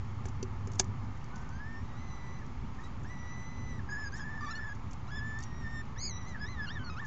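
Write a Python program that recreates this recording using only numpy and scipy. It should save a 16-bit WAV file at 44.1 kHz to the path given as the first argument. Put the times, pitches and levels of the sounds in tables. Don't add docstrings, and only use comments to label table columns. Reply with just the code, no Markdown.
import sys
import numpy as np
from scipy import signal
from scipy.fft import rfft, irfft, next_fast_len
from scipy.io import wavfile
from scipy.ndimage import uniform_filter1d, minimum_filter1d, map_coordinates

SR = 44100
rng = np.random.default_rng(int(sys.argv[2]) if len(sys.argv) > 2 else 0)


def store_pcm(level_fs):
    pcm = np.round(np.clip(level_fs, -1, 1) * 32767).astype(np.int16)
    wavfile.write(sys.argv[1], SR, np.atleast_2d(pcm).T)


def gain_from_decibels(decibels):
    exponent = np.asarray(decibels, float) / 20
    return 10 ** exponent


N = 311346

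# (time [s], pitch [Hz], effort [dB], beak opening [dB])
PEEP_CALL = [((0, -2, 0), [(1.31, 1420, -78, -15), (1.342, 1479, -55.5, -27), (1.382, 1510, -63, -27),
             (1.438, 1550, -61, -22), (1.47, 1520, -62, -20), (1.498, 1400, -70, -14)])]
CLIMB_CALL = [
    ((0, 0, -6), [(1.5, 1480, -64, -12), (1.56, 1570, -57, -8), (1.585, 1590, -60, -9), (1.6, 1670, -58, -19), (1.7, 1805, -55.5, -21), (1.78, 1817, -53.5, -15), (1.83, 1907, -67, -9)]),
    ((6.2, -14, -12), [(1.86, 1890, -66, -8), (1.95, 1910, -60, -13)]),
    ((5.6, -3, -1), [(1.99, 1996, -61.5, -7), (2.04, 2040, -61.5, -9.5), (2.11, 2003, -60, -7.5), (2.28, 1966, -57, -12.5), (2.375, 2025, -60, -6.5), (2.4, 1954, -58, -16), (2.44, 1600, -63.5, -34)]),
]
CHIRP_CALL = [((0, -29, -12), [(2.785, 1747, -61, -24), (2.801, 1814, -56, -27), (2.841, 1930, -60, 5),
              (2.873, 1966, -58, -1)])]
WAIL_CALL = [((6, 1, 1), [(3.045, 1553, -56, -13), (3.061, 1806, -62.5, -11), (3.109, 1978, -51, -18),
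             (3.169, 1940, -57.5, -14.5), (3.325, 1975, -52, -15), (3.557, 2008, -57, -12),
             (3.701, 1988, -52, -15.5), (3.781, 1950, -58, -13.5), (3.795, 1760, -62, -12),
             (3.809, 1493, -57, -29)])]
BLEAT_CALL = [((-18, 0, -5.5), [(3.888, 1735, -54, -8), (3.92, 1710, -48, -7), (3.972, 1740, -48.5, -8),
              (4.0, 1790, -51.5, -2.5), (4.036, 1746, -51, -2), (4.08, 1662, -46.5, -6),
              (4.096, 1590, -58, -4)])]
QUAVER_CALL = [
    ((-1.8, -0.5, -5.5), [(4.12, 1522, -55, -6.5), (4.152, 1727, -56, 0), (4.18, 1880, -55.5, -10), (4.205, 1720, -53.5, -3), (4.226, 1733, -54, -2.5), (4.245, 1795, -53, -14.5)]),
    ((-1.3, -6, -7.5), [(4.36, 1820, -52.5, -14.5), (4.45, 1830, -51.5, -15), (4.467, 1914, -61.5, -0.5), (4.484, 1842, -51.5, -7), (4.57, 1800, -50.5, -11.5), (4.63, 1790, -51.5, -11), (4.68, 1766, -52.5, -9), (4.731, 1672, -49.5, -12)]),
]
PLEA_CALL = [
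    ((1, -1.5, -9), [(5.066, 1104, -63, 2), (5.085, 1330, -59, 6.5), (5.1, 1402, -58, 1.5), (5.113, 1690, -57, 2), (5.145, 1684, -53.5, 0), (5.172, 1780, -52, 0), (5.195, 1680, -53.5, -1)]),
    ((0, -6.5, -7), [(5.215, 1730, -52, -13), (5.25, 1751, -51, -11), (5.31, 1750, -52, -13), (5.395, 1790, -51.5, -10)]),
    ((0, -0.83, -14), [(5.425, 1863, -55, -7), (5.47, 1884, -58, -10), (5.53, 1870, -54.5, -14), (5.585, 1904, -57.5, -7), (5.645, 1824, -52.5, -13)]),
    ((0, -6.5, -7.5), [(5.67, 1793, -48.5, -11), (5.695, 1852, -52, -9), (5.72, 1827, -52.5, -7.5), (5.76, 1812, -48.5, -6), (5.818, 1800, -50, -5.5)]),
]
LONG_WARBLE_CALL = [
    ((0, -3.5, -25), [(5.96, 1620, -67, 6), (5.988, 2010, -54, 5.4), (6.024, 2220, -56, 13), (6.084, 2229, -56, 11.5)]),
    ((0, -5.5, -29), [(6.12, 1970, -56.5, 7.5), (6.14, 1956, -61, 9), (6.176, 1985, -56.5, 6.5), (6.2, 1990, -55.5, -4), (6.22, 1982, -58, 2)]),
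    ((-2.5, -5, -31), [(6.244, 1905, -57.5, -3.5), (6.284, 2073, -57, 3), (6.32, 1975, -55.5, -4.5), (6.345, 1886, -49, -19), (6.365, 1666, -58, -27), (6.388, 1520, -56, -14)]),
                    ((-4.5, 0, -22), [(6.415, 1730, -53, 1.5), (6.43, 1685, -51.5, -2), (6.448, 1727, -50, -1)]),
    ((0, -15, -31), [(6.465, 1863, -53, 6), (6.495, 2040, -52.5, 2.5), (6.528, 2037, -54, 3), (6.565, 1860, -54, -8), (6.6, 1730, -49.5, 0)]),
    ((-5, 0, -24), [(6.622, 1677, -50.5, -8), (6.65, 1720, -52, 1)]),
    ((0, 0, -15.5), [(6.672, 1408, -54, 5), (6.684, 1375, -53, 13)]),
    ((0, -14.5, -50), [(6.712, 1765, -51, 8.9), (6.74, 1925, -54.5, 2)]),
    ((0, -25, -52), [(6.776, 1734, -49.5, 2.3), (6.8, 1544, -52.5, 2.96), (6.83, 1519, -52, 2)]),
    ((-18, 0, -27), [(6.85, 1480, -61, 13), (6.875, 1440, -55, 9), (6.897, 1425, -52, 2)]),
]
CROAK_CALL = [((0, -9.5, -14.5), [(6.897, 1263, -44.5, 3), (6.92, 1280, -63, 15), (6.942, 1245, -60, 15),
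              (6.955, 1215, -60, -2), (6.976, 1320, -50, 7.5), (7.008, 1870, -50, -13),
              (7.058, 1700, -53.5, -17)])]
SIBLING_CALLS = [
    ((0, -22, -20), [(4.125, 1540, -73, -8.5), (4.165, 1485, -72, -7), (4.195, 1590, -53, -3), (4.21, 1710, -55, -13)]),
    ((-1.3, -3, -4), [(4.408, 1227, -53, -3), (4.428, 1158, -50, -12), (4.448, 1249, -51, -2), (4.468, 1130, -49.5, -1), (4.496, 1190, -52, 1), (4.514, 1395, -52.5, 10), (4.53, 1315, -53, 1)]),
    ((0, 2.7, -14), [(4.548, 1380, -62, 5), (4.56, 1457, -63, 14), (4.584, 1476, -60, -5.5), (4.6, 1340, -55, -29)]),
    ((0, -11.5, -40), [(6.0, 2274, -65, 16), (6.024, 2430, -58, 13), (6.064, 2453, -49.5, 8), (6.096, 2300, -62, 15)]),
    ((0, -5, -8), [(7.012, 1190, -58, -21), (7.02, 1110, -52, -27), (7.032, 1130, -62, -24)]),
]
# (first dip [s], last dip [s], depth [Hz])
THROAT_FLUTTERS = [
    (3.902, 4.07, 70),
    (4.232, 4.72, 89.7),
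]
DIP_SPACING_S, DIP_WIDTH_S = 0.052, 0.012
PITCH_WANDER, FADING_DB, SLIDE_LOSS_DB = 0.004, 1.7, 4.5
# (frequency [Hz], level [dB])
BOX_COLOUR = [(1100, 5.5), (1300, 7), (1570, 1), (1690, 8.5), (1810, 4), (1850, 0), (1885, -7), (1950, 0.5),
              (2000, 2.5), (2500, -11), (3500, -4.5), (4400, -1), (5150, 2.5), (5450, 0.5), (5750, 5),
              (6100, 4.5), (7000, -1.5), (7500, -6), (8200, -13)]

# (time [s], peak [dB], length [ms])
PEBBLE_TICKS = [(0.283, -48, 16), (0.7164, -49, 15), (0.7344, -43.5, 5.2), (0.7543, -48, 10),
                (0.786, -48, 9.5), (0.8433, -47, 5.7), (1.0311, -65, 9.7), (1.173, -58, 9.8),
                (1.2425, -46.5, 5), (1.4911, -52, 4.4), (2.464, -60, 6.4), (2.7485, -60, 7.1),
                (2.8724, -63, 7.5), (3.033, -58, 13), (4.9097, -54, 16), (4.9314, -45, 9.9),
                (5.3883, -45, 5.9), (5.4236, -48.5, 6.4), (5.4278, -42, 7.7), (5.4354, -42, 9.8),
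                (5.853, -57.5, 8.6), (6.9041, -62, 10), (6.9393, -64, 8)]
# (time [s], peak [dB], length [ms])
FOOT_SCUFFS = [(.74, -52, 26), (0.792, -24, 11), (0.809, -41, 14), (1.355, -45, 19), (1.378, -49, 19),
               (1.41, -55, 40), (2.803, -61, 39), (2.835, -54, 47), (4.152, -46, 76), (4.745, -53, 25),
               (5.402, -44, 10), (5.415, -53, 15), (6.28, -51, 43), (7.045, -50, 34)]
# (time [s], peak [dB], length [ms], deep knock [dB], bright knock [dB])
BOARD_KNOCKS = [
    (.2548, -44, 13, -33, -36),
    (.4274, -35, 9.2, -24, -50),
    (.4312, -50, 4.3, -59, -58),
    (.6725, -46.5, 8.4, -33, -47),
    (.796, -18, 1.5, -26, -28),
    (.7967, -13, 3, -27, -29),
    (.7992, -20, 5, -32, -21),
]
# (frequency [Hz], width [Hz], level [dB])
STONE_MODES = [(4440, 340, -10), (6340, 900, -5), (7290, 550, 0.5), (7240, 880, -0.5), (3140, 1500, -15.5)]
BOARD_MODES = [(377, 22, 0), (515, 45, -9), (270, 50, -9)]
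PANEL_MODES = [(740, 150, -3), (1710, 110, -10.5), (2260, 140, -8.5), (3180, 150, -52)]

# (frequency [Hz], density [dB per Hz])
RUMBLE_COLOUR = [(8.8, -20), (15, -3.5), (19, -4.5), (22, -15), (54, -3.5), (91, -3), (144, -7.5),
                 (177, -12), (257, -13), (306, -30.5), (326, -27.5), (369, -20), (439, -30), (582, -32),
                 (640, -46.5), (830, -58), (1410, -120)]
# (frequency [Hz], density [dB per Hz])
HISS_COLOUR = [(290, -30), (500, -9), (567, -14.5), (788, -1.5), (1230, -0.5), (1540, -11), (1690, -9.5),
               (1750, -12.5), (1870, -10.5), (2200, -10), (2490, -16), (6780, -24), (7250, -28),
               (7600, -35.5), (9880, -64), (16700, -120)]
# (time [s], pitch [Hz], level [dB])
ENGINE_DRONE = [(0, 100.6, -42), (.2, 102.9, -42.5), (.7, 101.3, -40), (1.15, 103.9, -45.5),
                (1.3, 102.6, -58.5), (4.6, 110.6, -65), (4.9, 111.1, -52), (5.25, 110.9, -44),
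                (5.6, 112.2, -53), (6.3, 111.8, -55.5), (7.06, 111.5, -49)]
# (multiple of the blade rate, level [dB rms])
FAN_TONES = [(1, -64.5), (2, -73.5), (3, -66.5), (6, -72.5)]
BLADE_HZ = 297.6
RUMBLE_DB, HISS_DB = -42, -53
ROAD_DB = 5


def unit(x):
    return x / np.sqrt(np.mean(x ** 2) + 1e-20)


def along(points, hz):
    f, v = np.transpose(points)
    return np.interp(np.log(hz + 1), np.log(f + 1), v)


def wobble(rate, size=N):
    knots = rng.standard_normal(int(max(size, SR) * rate / SR) + 4)
    return map_coordinates(knots, [np.arange(size) * rate / SR])


def filtered(x, response):
    m = next_fast_len(len(x) + 8192)
    return irfft(rfft(x, m) * response(np.fft.rfftfreq(m, 1 / SR)), m)[:len(x)]


def chick(calls, flutters, fall_db):
    out = np.zeros(N + SR)
    dips = [(at, depth) for first, last, depth in flutters for at in np.arange(first, last, DIP_SPACING_S)]
    for call in calls:
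        rows = [(*row, *tone) for tone, syllable in call for row in syllable]
        s, hz, effort, beak, *colour = np.transpose(rows)
        t = np.arange(s[0], s[-1], 1 / SR)
        size = len(t)

        pitch = uniform_filter1d(np.interp(t, s, hz), size=530, mode="nearest")
        pitch -= sum(depth * np.exp(-.5 * ((t - at) / DIP_WIDTH_S) ** 2) for at, depth in dips)
        pitch *= 1 + .003 * wobble(55, size) + PITCH_WANDER * wobble(16, size)
        phase = 2 * np.pi * np.cumsum(pitch) / SR
        glide = np.minimum(abs(np.gradient(pitch)) * SR / 12000, 1)

        colour += [colour[-1] - fall_db, colour[-1] - 2.1 * fall_db]
        levels = [effort] + [effort + beak + db for db in colour]
        edge = np.clip(np.minimum(t - s[0], s[-1] - t) / .002, 0, 1)
        for k, db in enumerate(levels, start=1):
            rasp = (.09 + .6 * glide) * np.sqrt(k) * wobble(350, size)
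            fading_db = FADING_DB * wobble(18, size) - SLIDE_LOSS_DB * glide
            unsteady_db = np.sqrt(k) * .8 * wobble(40, size) + np.sqrt(k - 1) * fading_db
            level_db = np.interp(t, s, db) + along(BOX_COLOUR, k * pitch) + unsteady_db
            partial = np.sqrt(2) * edge * gain_from_decibels(level_db) * (1 + rasp) * np.sin(k * phase)
            out[round(s[0] * SR):][:size] += partial
    return out[:N]


def modes(table):
    def response(f):
        total = 0
        for k, (centre, width, db) in enumerate(table):
            damping = 1j * f * width
            total = total + (-1) ** k * gain_from_decibels(db) * damping / (centre ** 2 - f ** 2 + damping)
        return total
    return response


def gravel():
    rattle, deep, bright = np.zeros((3, N + SR))
    t = np.arange(SR // 8) / SR
    contacts = [(*row, .04) for row in PEBBLE_TICKS]
    contacts += [(*row, .3) for row in FOOT_SCUFFS]
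    contacts += [(*row[:3], .06) for row in BOARD_KNOCKS]
    for s, db, ms, rise in contacts:
        u = t * 1000 / ms
        envelope = gain_from_decibels(-30 * u) * (1 - np.exp(-u / rise))
        grain = gain_from_decibels(1.9 * wobble(660, size=len(t))) * rng.standard_normal(len(t))
        rattle[round(s * SR):][:len(t)] += gain_from_decibels(db + 16.5) * envelope * grain
    for s, db, _, deep_db, bright_db in BOARD_KNOCKS:
        start = round(s * SR)
        rattle[start + 10] += gain_from_decibels(db + 12)
        deep[start:][:len(t)] += gain_from_decibels(deep_db + 22.5) * t / 0.00061 * np.exp(-t / 0.00048)
        bright[start] += gain_from_decibels(bright_db + 35.5)
    stone = filtered(rattle, modes(STONE_MODES))
    board = filtered(deep, modes(BOARD_MODES))
    panel = filtered(bright, modes(PANEL_MODES))
    return (stone + board + panel)[:N]


def walls(x, t60):
    t = np.arange(SR // 8) / SR
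    tail = rng.standard_normal(len(t)) * gain_from_decibels(-60 * t / t60)
    late = np.pad(x, (60, 0))
    return signal.fftconvolve(late, tail / np.linalg.norm(tail))[:N]


def rush(spectrum, patchy_db):
    z = signal.stft(rng.standard_normal(N), nperseg=512)[2]
    field = uniform_filter1d(rng.standard_normal(z.shape), size=5, axis=0)
    field = uniform_filter1d(field, size=12, axis=1)
    x = signal.istft(z * gain_from_decibels(patchy_db * unit(field)), nperseg=512)[1][:N]
    return unit(filtered(x, lambda hz: gain_from_decibels(along(spectrum, hz))))


def city():
    t = np.arange(N) / SR
    when, hz, db = np.transpose(ENGINE_DRONE)
    drone_db = np.interp(t, when, db)
    road = np.hypot(gain_from_decibels(RUMBLE_DB), gain_from_decibels(drone_db - ROAD_DB))
    rumble = road * gain_from_decibels(0.9 * wobble(5.4)) * rush(RUMBLE_COLOUR, patchy_db=1.0)
    hiss = gain_from_decibels(HISS_DB + 0.31 * wobble(9.7)) * rush(HISS_COLOUR, patchy_db=0.64)
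    firing = 2 * np.pi * np.cumsum(np.interp(t, when, hz) * (1 + 0.021 * wobble(11))) / SR
    drone = np.sqrt(2) * gain_from_decibels(drone_db + 2.2 * wobble(14)) * np.sin(firing)
    turn = 2 * np.pi * np.cumsum(BLADE_HZ * (1 + 0.0016 * wobble(1.5))) / SR
    fan = sum(np.sqrt(2) * gain_from_decibels(level + 2.0 * wobble(3)) * np.sin(k * turn) for k, level in FAN_TONES)
    return rumble + drone + hiss + fan


def scene():
    first = [PEEP_CALL, CLIMB_CALL, CHIRP_CALL, WAIL_CALL, BLEAT_CALL, QUAVER_CALL, PLEA_CALL,
             LONG_WARBLE_CALL, CROAK_CALL]
    voices = chick(first, THROAT_FLUTTERS, fall_db=10)
    voices += chick([[syllable] for syllable in SIBLING_CALLS], [], fall_db=6.5)
    voices += gain_from_decibels(-15) * walls(voices, t60=.035)
    stones = gravel()
    stones = stones + gain_from_decibels(-8) * walls(stones, t60=0.046)
    return (voices + stones + city())[None]


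def treble_dropouts(x):
    hz, _, z = signal.stft(x, SR, nperseg=2816)
    band = np.arange(len(hz)) // 16
    power = np.add.reduceat(abs(z) ** 2, np.arange(0, len(hz), 16))
    loudest = power[band[hz > 2500][0]:].max(axis=0)
    nearby = -minimum_filter1d(-power, size=7, axis=0)
    mood_db = 4 * unit(uniform_filter1d(rng.standard_normal(power.shape), size=3, axis=1))
    need = np.maximum(loudest * gain_from_decibels(2 * -38), nearby * gain_from_decibels(2 * -24)) * gain_from_decibels(2 * mood_db)
    top_db = 3 + 6 * wobble(SR / 6, size=power.shape[1])
    need[band[hz > 7450][0]:] *= gain_from_decibels(2 * top_db)
    keep = (power > need)[band] | (hz < 3400)[:, None]
    return signal.istft(z * np.where(keep, 1, gain_from_decibels(-22.0)), SR, nperseg=2816)[1][:N]


def low_pass(x):
    return signal.sosfilt(signal.butter(12, 9160, fs=SR, output="sos"), x)


def record(dry):
    camera_rate = 16000
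    # (frequency [Hz], level [dB])
    top = [(2800, -0.5), (4000, -3.5), (5200, -2.5), (7500, -0.5), (7750, -8), (7880, -9), (7950, -12),
           (8000, -19.5), (8010, -76.0)]
    leak = [(7990, -102), (8000, -9.0), (8400, -9.0), (8700, -22.0), (9000, -30.5), (9200, -48), (9300, -90)]
    x = treble_dropouts(filtered(dry[0], lambda hz: gain_from_decibels(along(top, hz))))
    mirror = 2 * x * np.cos(2 * np.pi * camera_rate * np.arange(N) / SR)
    x += filtered(mirror, lambda hz: gain_from_decibels(along(leak, hz)))
    x += .0088
    return low_pass(x[None])


dry = scene()
out = record(dry)
store_pcm(out)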